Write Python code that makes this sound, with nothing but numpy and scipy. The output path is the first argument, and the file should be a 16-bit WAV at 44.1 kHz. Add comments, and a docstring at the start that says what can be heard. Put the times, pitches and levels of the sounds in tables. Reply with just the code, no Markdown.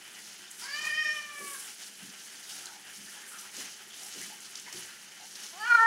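"""A wet cat gives one long thin meow and, later, a louder and lower one, under a hissing hand shower.
Each meow is a harmonic stack from uneven vocal folds, shaped by moving mouth resonances.
The water is filtered random drops: spray, splatter, run-off and the drummed tub shell.
Noise bursts make slaps and knocks, gliding sines make bubbles, and filtered noise a faint boom.
The small tiled room answers with a few echoes of the voice and a dense noise-like tail on everything."""
import sys
import numpy as np
from scipy import signal
from scipy.fft import rfft, irfft
from scipy.io import wavfile
from scipy.ndimage import uniform_filter1d

SR = 44100
rng = np.random.default_rng(int(sys.argv[2]) if len(sys.argv) > 2 else 0)


def log_audio(samples):
    """Write samples as a 16-bit WAV file to the path given in sys.argv[1]."""
    # one column per channel
    frames = np.atleast_2d(samples).T
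    # limit to full scale, then quantise
    limited = np.clip(frames, -1, 1)
    pcm = np.round(limited * 32767).astype(np.int16)
    wavfile.write(sys.argv[1], SR, pcm)


N = 258760
TIME = np.arange(N) / SR


def long_meow():
    """A long thin call; much of it arrives off the tiles, which breaks up its harmonics."""
    # pitch and loudness of the call: t/s, f/Hz, level/dB before gain
    call = [(0.614, 464, -48), (0.655, 498.4, -47.5), (0.668, 555.7, -43), (0.702, 560, -40),
            (0.722, 580.7, -37), (0.8, 610, -37), (0.87, 613.3, -33.5), (0.93, 607, -35),
            (0.96, 615, -33.5), (1.06, 614.2, -28.5), (1.105, 612, -32), (1.13, 610.3, -37.5),
            (1.18, 603.7, -40), (1.27, 590.5, -47), (1.42, 575, -43.5), (1.51, 562.4, -48),
            (1.55, 543, -48), (1.58, 523, -57)]
    # mouth shapes: t/s, jaw f/Hz, tongue f/Hz, tongue level/dB, throat level/dB, lip f/Hz, lip level/dB
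    mouth = [(0.62, 1410, 2300, -18, -12, 4930, -2), (0.68, 1660, 2260, -21, -16, 4900, -14),
             (0.73, 1760, 2350, -14, -19, 4680, -3), (0.78, 1660, 2360, -1, 2, 4570, -3.5),
             (0.85, 1750, 2420, -3, -26, 4640, -26), (0.91, 1800, 2440, -10, -13, 4760, -15),
             (0.94, 1820, 2470, -11, -8, 5130, -13.5), (1.09, 1840, 2430, -9, -18, 5480, -13),
             (1.18, 1610, 2480, -7, -10.5, 5760, -12.5), (1.42, 1470, 2300, -3.5, -24, 6160, -26),
             (1.5, 1250, 2250, -1, -25, 6100, -22), (1.55, 1511, 2200, -23, -26, 6018, -19)]
    voice = meow(call, mouth, hoarse_s=(.63, .67, 1.565),
                 jaw_width_hz=450, tongue_width_hz=140, lip_width_hz=470, buzz_db=-24.5,
                 jitter=0.0054, waver=0.00462, rasp_db=-28.5, patchy_db=2.0, gain_db=1.0)
    return room(tiles(voice), wet_db=-3.5, t60=0.36, gap_s=0.005)


def loud_meow():
    """A louder, lower call with steadier folds and a drier sound."""
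    # pitch and loudness of the call: t/s, f/Hz, level/dB before gain
    call = [(5.525, 326, -57), (5.56, 359, -49.5), (5.595, 414.7, -44.5), (5.635, 437.6, -33),
            (5.653, 455.5, -34), (5.665, 479.4, -31.5), (5.708, 481.6, -24), (5.727, 470, -17),
            (5.74, 471.5, -23), (5.755, 471.3, -15), (5.765, 462, -24), (5.771, 455, -23),
            (5.779, 450, -27), (5.786, 450.6, -24), (5.799, 450.5, -17.5), (5.811, 458, -22),
            (5.819, 454.7, -23), (5.832, 455.3, -18), (5.845, 455.7, -26), (5.86, 455, -20)]
    # mouth shapes: t/s, jaw f/Hz, tongue f/Hz, tongue level/dB, throat level/dB, lip f/Hz, lip level/dB
    mouth = [(5.54, 695, 1400, -20, -18, 4500, -12), (5.59, 920, 1560, -8, -22, 4670, -9),
             (5.646, 1150, 1770, 4, -10, 4660, -14), (5.665, 1440, 2630, -14, -12.5, 4450, -24),
             (5.71, 1440, 2380, -21, -31, 4320, -32), (5.757, 1410, 2330, -23, -42, 4180, -32.5),
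             (5.78, 1300, 1910, -6, -41, 4100, -28), (5.8, 1233, 1800, -6, -44, 4050, -42),
             (5.835, 1184, 1780, -8.5, -41, 4120, -43)]
    voice = meow(call, mouth, hoarse_s=(5.675,),
                 jaw_width_hz=315, tongue_width_hz=200, lip_width_hz=400, buzz_db=-40,
                 jitter=0.0029, waver=0.0023, rasp_db=-39, patchy_db=0.0, gain_db=1.0)
    return room(tiles(voice), wet_db=-9, gap_s=0.016)


def meow(call, mouth, hoarse_s, jaw_width_hz, tongue_width_hz, lip_width_hz, buzz_db,
         jitter, waver, rasp_db, patchy_db, gain_db, count=11):
    """Unsteady vocal folds give harmonics, shaped by a fixed throat and three moving mouth resonances."""
    hoarse_width_s, hoarse_ratio = 0.0266, 4.6  # bell width; extra unevenness of the folds at its peak
    rasp_rise, limp_share = 3.5, 0.28
    throat_hz, throat_width_hz = 3020, 300  # stays put while the mouth moves
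    tremble_db, tremble_per_s = 1.5, 70  # random level wander
    pitch, db = curves(call)
    jaw_hz, tongue_hz, tongue_db, throat_db, lip_hz, lip_db = curves(mouth)
    since_start = TIME - call[0][0]
    until_end = call[-1][0] + 0.011 - TIME
    on = np.clip(np.minimum(since_start, until_end) / 0.0062, 0, 1)
    live = on > 0
    # around the hoarse moments the folds vibrate unevenly
    hoarse = sum(np.exp(-((TIME - s) / hoarse_width_s) ** 2) for s in hoarse_s)
    unsettled = 1 + hoarse_ratio * hoarse
    pitch = pitch * (1 + jitter * unsettled * walk(260) + waver * walk(60))
    phase = 2 * np.pi * np.cumsum(pitch) / SR
    # a weak voice leaks through the open folds, which widens the jaw resonance
    leak = 1 + np.clip(0.015 * (db.max() - db[live]), 0, 1)
    voice, power = 0, 0
    for k in range(1, count + 1):
        hz = k * pitch[live]
        gain = formant(hz, jaw_hz[live], jaw_width_hz * leak)
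        gain = gain + undb(tongue_db[live]) * formant(hz, tongue_hz[live], tongue_width_hz)
        gain = gain + undb(throat_db[live]) * formant(hz, throat_hz, throat_width_hz)
        gain = gain + undb(lip_db[live]) * formant(hz, lip_hz[live], lip_width_hz)
        # a little of the bare buzz passes between the resonances
        gain = gain + undb(buzz_db) / k ** 0.54
        # the small mouth radiates lows poorly
        gain = gain * (hz / np.hypot(hz, 450)) ** 2
        # turbulence at the folds roughens the upper harmonics most, and rises when hoarse
        flutter = 1 + undb(rasp_db) * k * (1 + rasp_rise * hoarse[live]) * walk(500)[live]
        # each harmonic also swells and fades on its own
        flutter = flutter * undb(patchy_db * walk(90)[live])
        voice = voice + gain * flutter * np.sin(k * phase[live])
        power = power + gain ** 2 / 2
    out = np.zeros(N)
    out[live] = voice / np.sqrt(power)
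    # when hoarse, strong and weak cycles alternate
    limp = 1 + limp_share * hoarse * np.sin(phase / 2)
    return out * limp * on * undb(db + gain_db + tremble_db * walk(tremble_per_s))


def formant(hz, centre_hz, width_hz):
    """A mouth resonance with a rounded top and steep flanks."""
    return (1 + ((hz - centre_hz) / width_hz) ** 2) ** -2


def tiles(x):
    """The nearest hard walls send the voice back; the copies beat against it as the pitch glides."""
    # first reflections from tub and wall tiles: delay t/s, level/dB relative to the direct voice
    echoes = [(0.0103, -38), (0.0177, -11.5)]
    out = x.copy()
    for delay_s, db in echoes:
        out = out + undb(db) * np.interp(TIME - delay_s, TIME, x, left=0)
    return out / np.sqrt(1 + sum(undb(2 * db) for _, db in echoes))


def shower(spray_db, splatter_db, runoff_db):
    """Fine spray hisses, bigger drops splatter, run-off patters in the tub and drums its shell."""
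    # colour of each kind of water: f/Hz, relative level/dB
    spray_colour = [(3000, -36), (6000, -10), (8000, -2), (10300, -0.5), (11500, -5.5), (12500, -11),
                    (15500, -16)]
    splatter_colour = [(1500, -30.5), (3000, -7), (4000, -2.5), (5200, 0.5), (6300, 2), (7300, -3.5),
                       (10000, -25.5)]
    runoff_colour = [(300, -22), (600, -11.5), (830, -5.5), (1080, -9.5), (1450, -1.5), (1800, 0),
                     (2400, -2.5), (2850, -0.5), (2990, 4.5), (3170, -1), (3500, -5.5), (5000, -32)]
    shell_colour = [(40, -67), (70, -20), (110, -20), (150, -4.5), (200, 3), (260, -4), (360, 0.5),
                    (520, -7.5), (1000, -20)]
    # the levels of all but the shell also wander at random
    spray = colour(drops(2600, 3.0, -2.2), spray_colour) * undb(spray_db + 1.74 * walk(70))
    splatter = colour(drops(1500, 0.96, -0.44), splatter_colour) * undb(splatter_db + 1.56 * walk(65))
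    runoff = colour(drops(700, 1.2, -0.063), runoff_colour) * undb(runoff_db + 1.5 * walk(30))
    shell = colour(drops(300, 1.0, 0.86), shell_colour) * undb(runoff_db - 10.5)
    return spray + splatter + runoff + shell


def flow():
    """Levels in dB of spray, splatter and run-off: each splash lifts all three above a steady flow."""
    # splashes as the jet sweeps over the cat: t/s, length t/s, spray level/dB, splatter level/dB
    splashes = [(0.0, 0.31, -56, -53.5), (0.503, 0.0095, -51.5, -75), (0.548, 0.098, -50, -46),
                (0.701, 0.17, -50, -43), (0.906, 0.31, -56, -50.5), (1.303, 0.29, -43.5, -49.5),
                (1.588, 0.13, -55, -51.5), (1.785, 0.041, -50.5, -50), (1.98, 0.08, -53, -53),
                (2.107, 0.23, -53.5, -54), (2.345, 0.25, -49.5, -47.5), (2.82, 0.15, -52.5, -53),
                (2.988, 0.16, -51, -52), (3.263, 0.039, -48.5, -61), (3.369, 0.033, -50.5, -49.5),
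                (3.507, 0.11, -47, -42.5), (3.86, 0.23, -50, -48.5), (4.055, 0.2, -49, -46),
                (4.349, 0.16, -53.5, -53.5), (4.527, 0.056, -62, -49.5), (4.703, 0.1, -48, -45.5),
                (5.184, 0.13, -57, -52), (5.347, 0.013, -53, -47), (5.415, 0.026, -49, -47),
                (5.46, 0.38, -56.5, -49)]
    s, length, spray_db, splatter_db = np.transpose(splashes)
    runoff_db = splatter_db - 7  # a part of each splash runs off into the tub
    return (surges(zip(s, length, spray_db), steady_db=-58),
            surges(zip(s, length, splatter_db), steady_db=-54.5),
            surges(zip(s, length, runoff_db), steady_db=-53.5))


def surges(rows, steady_db):
    """Level in dB of a steady flow plus surges (s, length s, dB) that build up, hold and drain away."""
    rise_share, drain_s = 0.66, 0.087  # build-up as a share of the length; decay time of the drain
    power = undb(steady_db) ** 2
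    for s, length, db in rows:
        rise = np.clip((TIME - s) / (rise_share * length), 0, 1)
        drain = np.exp(-np.maximum(TIME - s - length, 0) / drain_s)
        power = power + (undb(db) * rise * drain) ** 2
    return 10 * np.log10(power)


def drops(rate, spread_db, wash_db):
    """Random drop impacts (rate per second) of very unequal size over the wash of countless tiny ones."""
    size = undb(spread_db * np.minimum(rng.exponential(size=N), 4.5))
    hits = (rng.random(N) < rate / SR) * size * rng.choice([-1, 1], N)
    return unit(hits) + undb(wash_db) * rng.standard_normal(N)


def slaps(decay_s=.003, relative_width=.5, gain_db=-5):
    """Lumps of water smack on the tub: a bright crack of a few milliseconds."""
    # sharp slaps of water: t/s, level/dB before gain and decay, centre f/Hz
    smacks = [(0.5127, -31.5, 7600), (2.6569, -27.5, 6430), (2.669, -32, 4200), (3.2792, -38, 9300),
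              (3.5666, -29, 6250), (4.0335, -33, 6440), (4.215, -30, 7500), (4.4047, -35, 6960),
              (4.5553, -26, 4900), (4.5734, -32, 5330), (4.5979, -31, 6560), (4.7267, -28, 5920),
              (5.3552, -32, 4440), (5.4358, -33, 6450)]
    out = np.zeros(N)
    for s, db, hz in smacks:
        add(out, s, burst(hz, relative_width * hz, decay_s) * undb(db + gain_db))
    return out


def gurgles(rate=400, scatter=0.13, cycles=12, gain_db=-2.0):
    """Run-off plunges into the puddle and traps a cluster of like-sized bubbles."""
    # gurgles and drips in the puddle: t/s, length t/s, pitch f/Hz, level/dB before gain
    plunges = [(0.161, 0.047, 1920, -53.5), (0.803, 0.086, 1020, -52), (2.463, 0.048, 3170, -49.5),
               (2.47, .19, 782, -62.5), (2.461, 0.24, 1483, -56.5), (2.656, .11, 850, -56),
               (2.845, 0.06, 1664, -53), (3.071, 0.026, 1720, -50), (3.157, 0.052, 876, -59.5),
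               (3.113, 0.19, 1520, -57.5), (3.178, 0.081, 1836, -55.5), (3.302, 0.074, 1343, -50.5),
               (3.382, .09, 1390, -60), (3.384, 0.02, 5640, -46.5), (3.415, 0.046, 1077, -57.5),
               (3.907, 0.039, 3230, -49), (3.996, 0.065, 740, -56.5), (4.21, 0.038, 2040, -48),
               (4.298, 0.033, 784, -51.5), (4.664, 0.031, 1013, -52), (4.663, 0.043, 2016, -48),
               (4.871, 0.055, 1620, -53), (5.199, 0.049, 808, -53.5), (5.207, 0.017, 4430, -52.5)]
    out = np.zeros(N)
    for s, length, hz, db in plunges:
        cluster = np.zeros(SR // 2)
        for when, size, pitch in rng.random((int(rate * length) + 2, 3)):
            bubble_hz = hz * (1 + scatter * (2 * pitch - 1))
            add(cluster, when * length, size * bubble(bubble_hz, cycles))
        level = np.sqrt(length * SR / np.sum(cluster ** 2))
        add(out, s, cluster * undb(db + gain_db) * level)
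    return out


def tinkle(splatter_db, count=300, low_hz=2600, high_hz=11000, cycles=14, spread_db=3, gain_db=1):
    """Single small bubbles, mostly high, louder when more water splatters."""
    out = np.zeros(N)
    for when, pitch, size in rng.random((count, 3)):
        hz = low_hz * (high_hz / low_hz) ** np.sqrt(pitch)
        strength = undb(-spread_db * np.log(size + 0.047))
        add(out, when * N / SR, strength * bubble(hz, cycles))
    return out * undb(splatter_db + gain_db)


def bubble(hz, cycles, glide=0.126):
    """A trapped air bubble rings and rises in pitch as it nears the surface."""
    age = TIME[:int(5 * cycles / hz * SR)] * hz / cycles  # in decay times, each lasting `cycles` periods
    return np.exp(-age) * np.sin(2 * np.pi * cycles * age * (1 + glide * age / 5))


def knocks(relative_width=0.55, rise_s=0.018):
    """Soft blows set the damped shell of the tub ringing."""
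    # dull knocks of a rubbing hand and falling water: t/s, decay t/s, centre f/Hz, level/dB before rise and
    # decay
    blows = [(1.385, 0.046, 350, -44.5), (1.39, 0.034, 228, -47.5), (1.998, 0.048, 208, -48),
             (2.97, 0.043, 212, -52), (3.57, 0.043, 217, -46), (3.577, 0.011, 480, -39),
             (4.14, 0.061, 357, -51), (4.15, 0.11, 210, -54.5), (4.729, 0.035, 337, -45.5),
             (4.74, 0.035, 166, -47)]
    out = np.zeros(N)
    for s, decay_s, hz, db in blows:
        ring = burst(hz, relative_width * hz, decay_s)
        rise = 1 - np.exp(-TIME[:len(ring)] / rise_s)
        add(out, s, ring * rise * undb(db))
    return out


def booms():
    """The tub booms faintly: low noise around a resonance near 77 Hz swells and drains."""
    # faint booms: t/s, length t/s, level/dB
    swells = [(.76, 0.14, -68), (0.95, 0.35, -78), (4.69, 0.12, -74)]
    boom_colour = [(45, -59), (66, -33), (77, 4), (90, -2.0), (130, -6), (300, -63)]  # f/Hz, level/dB
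    noise = colour(rng.standard_normal(N), boom_colour)
    return noise * undb(surges(swells, steady_db=-102))


def room(x, wet_db, t60=0.48, gap_s=.003):
    """Direct sound plus the dense, quickly fading reflections of tub and tiles, after a short gap."""
    t = TIME[:SR // 2]
    tail = rng.standard_normal(len(t)) * np.exp(-np.log(1000) * t / t60) * (t > gap_s)
    wet = signal.fftconvolve(x, tail / np.sqrt(np.sum(tail ** 2)))[:N]
    return (x + undb(wet_db) * wet) / np.sqrt(1 + undb(2 * wet_db))


def burst(hz, width_hz, decay_s):
    """A band of noise that starts at once and dies away."""
    t = TIME[:SR // 2]
    band = resonance(np.fft.rfftfreq(len(t), 1 / SR) + 1, hz, width_hz) ** 2
    fade = np.exp(-t / decay_s)
    sound = irfft(rfft(rng.standard_normal(len(t))) * band, len(t)) * fade
    return sound * np.sqrt(np.sum(fade ** 2) / np.sum(sound ** 2))


def resonance(hz, centre_hz, width_hz):
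    """Gain of a band-pass resonance, 1 at its centre."""
    return 1 / np.sqrt(1 + ((hz ** 2 - centre_hz ** 2) / (hz * width_hz)) ** 2)


def colour(x, points):
    """Causal filter with the given (Hz, dB) shape, so that clicks keep their sharp front; rms 1."""
    hz, db = np.transpose(points)
    gain = undb(np.interp(np.log(np.fft.rfftfreq(N, 1 / SR) + 1), np.log(hz), db))
    # folding the cepstrum onto positive time gives minimum phase
    cepstrum = irfft(np.log(gain), N) * (1 + np.sign(N / 2 - np.arange(N)))
    cepstrum[0] /= 2
    return unit(irfft(rfft(x) * np.exp(rfft(cepstrum)), N))


def walk(rate):
    """Smooth random wander of rms 1, heading for a new value `rate` times a second."""
    k = max(int(SR / rate), 1)
    steps = np.repeat(rng.standard_normal(N // k + 1), k)
    return unit(uniform_filter1d(steps, k)[:N])


def curves(rows):
    """The columns of a timed table, one value per sample."""
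    s, *columns = np.transpose(rows)
    return [np.interp(TIME, s, c) for c in columns]


def add(out, s, sound):
    """Mix a short sound in at time s."""
    i = max(int(s * SR), 0)
    out[i:i + len(sound)] += sound[:max(N - i, 0)]


def undb(db):
    """Decibels to gain."""
    return 10 ** (np.asarray(db) / 20)


def unit(x):
    """Scale to rms 1."""
    return x / np.sqrt(np.mean(x ** 2) + 1e-20)


def scene():
    """Cat and water share the tiled room."""
    cat = long_meow() + loud_meow()
    spray_db, splatter_db, runoff_db = flow()
    water = shower(spray_db, splatter_db, runoff_db) + slaps()
    water = water + gurgles() + tinkle(splatter_db) + knocks() + booms()
    return (cat + room(water, wet_db=-7.5, gap_s=0.0057))[None]


def record(dry):
    """The deep bass is thinned below 58 Hz and the top cut steeply above 15.7 kHz."""
    thin = signal.sosfilt(signal.butter(4, 58, "high", fs=SR, output="sos"), dry)
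    return signal.sosfilt(signal.ellip(10, .2, 80, 15700, fs=SR, output="sos"), thin)


dry = scene()
out = record(dry)
log_audio(out)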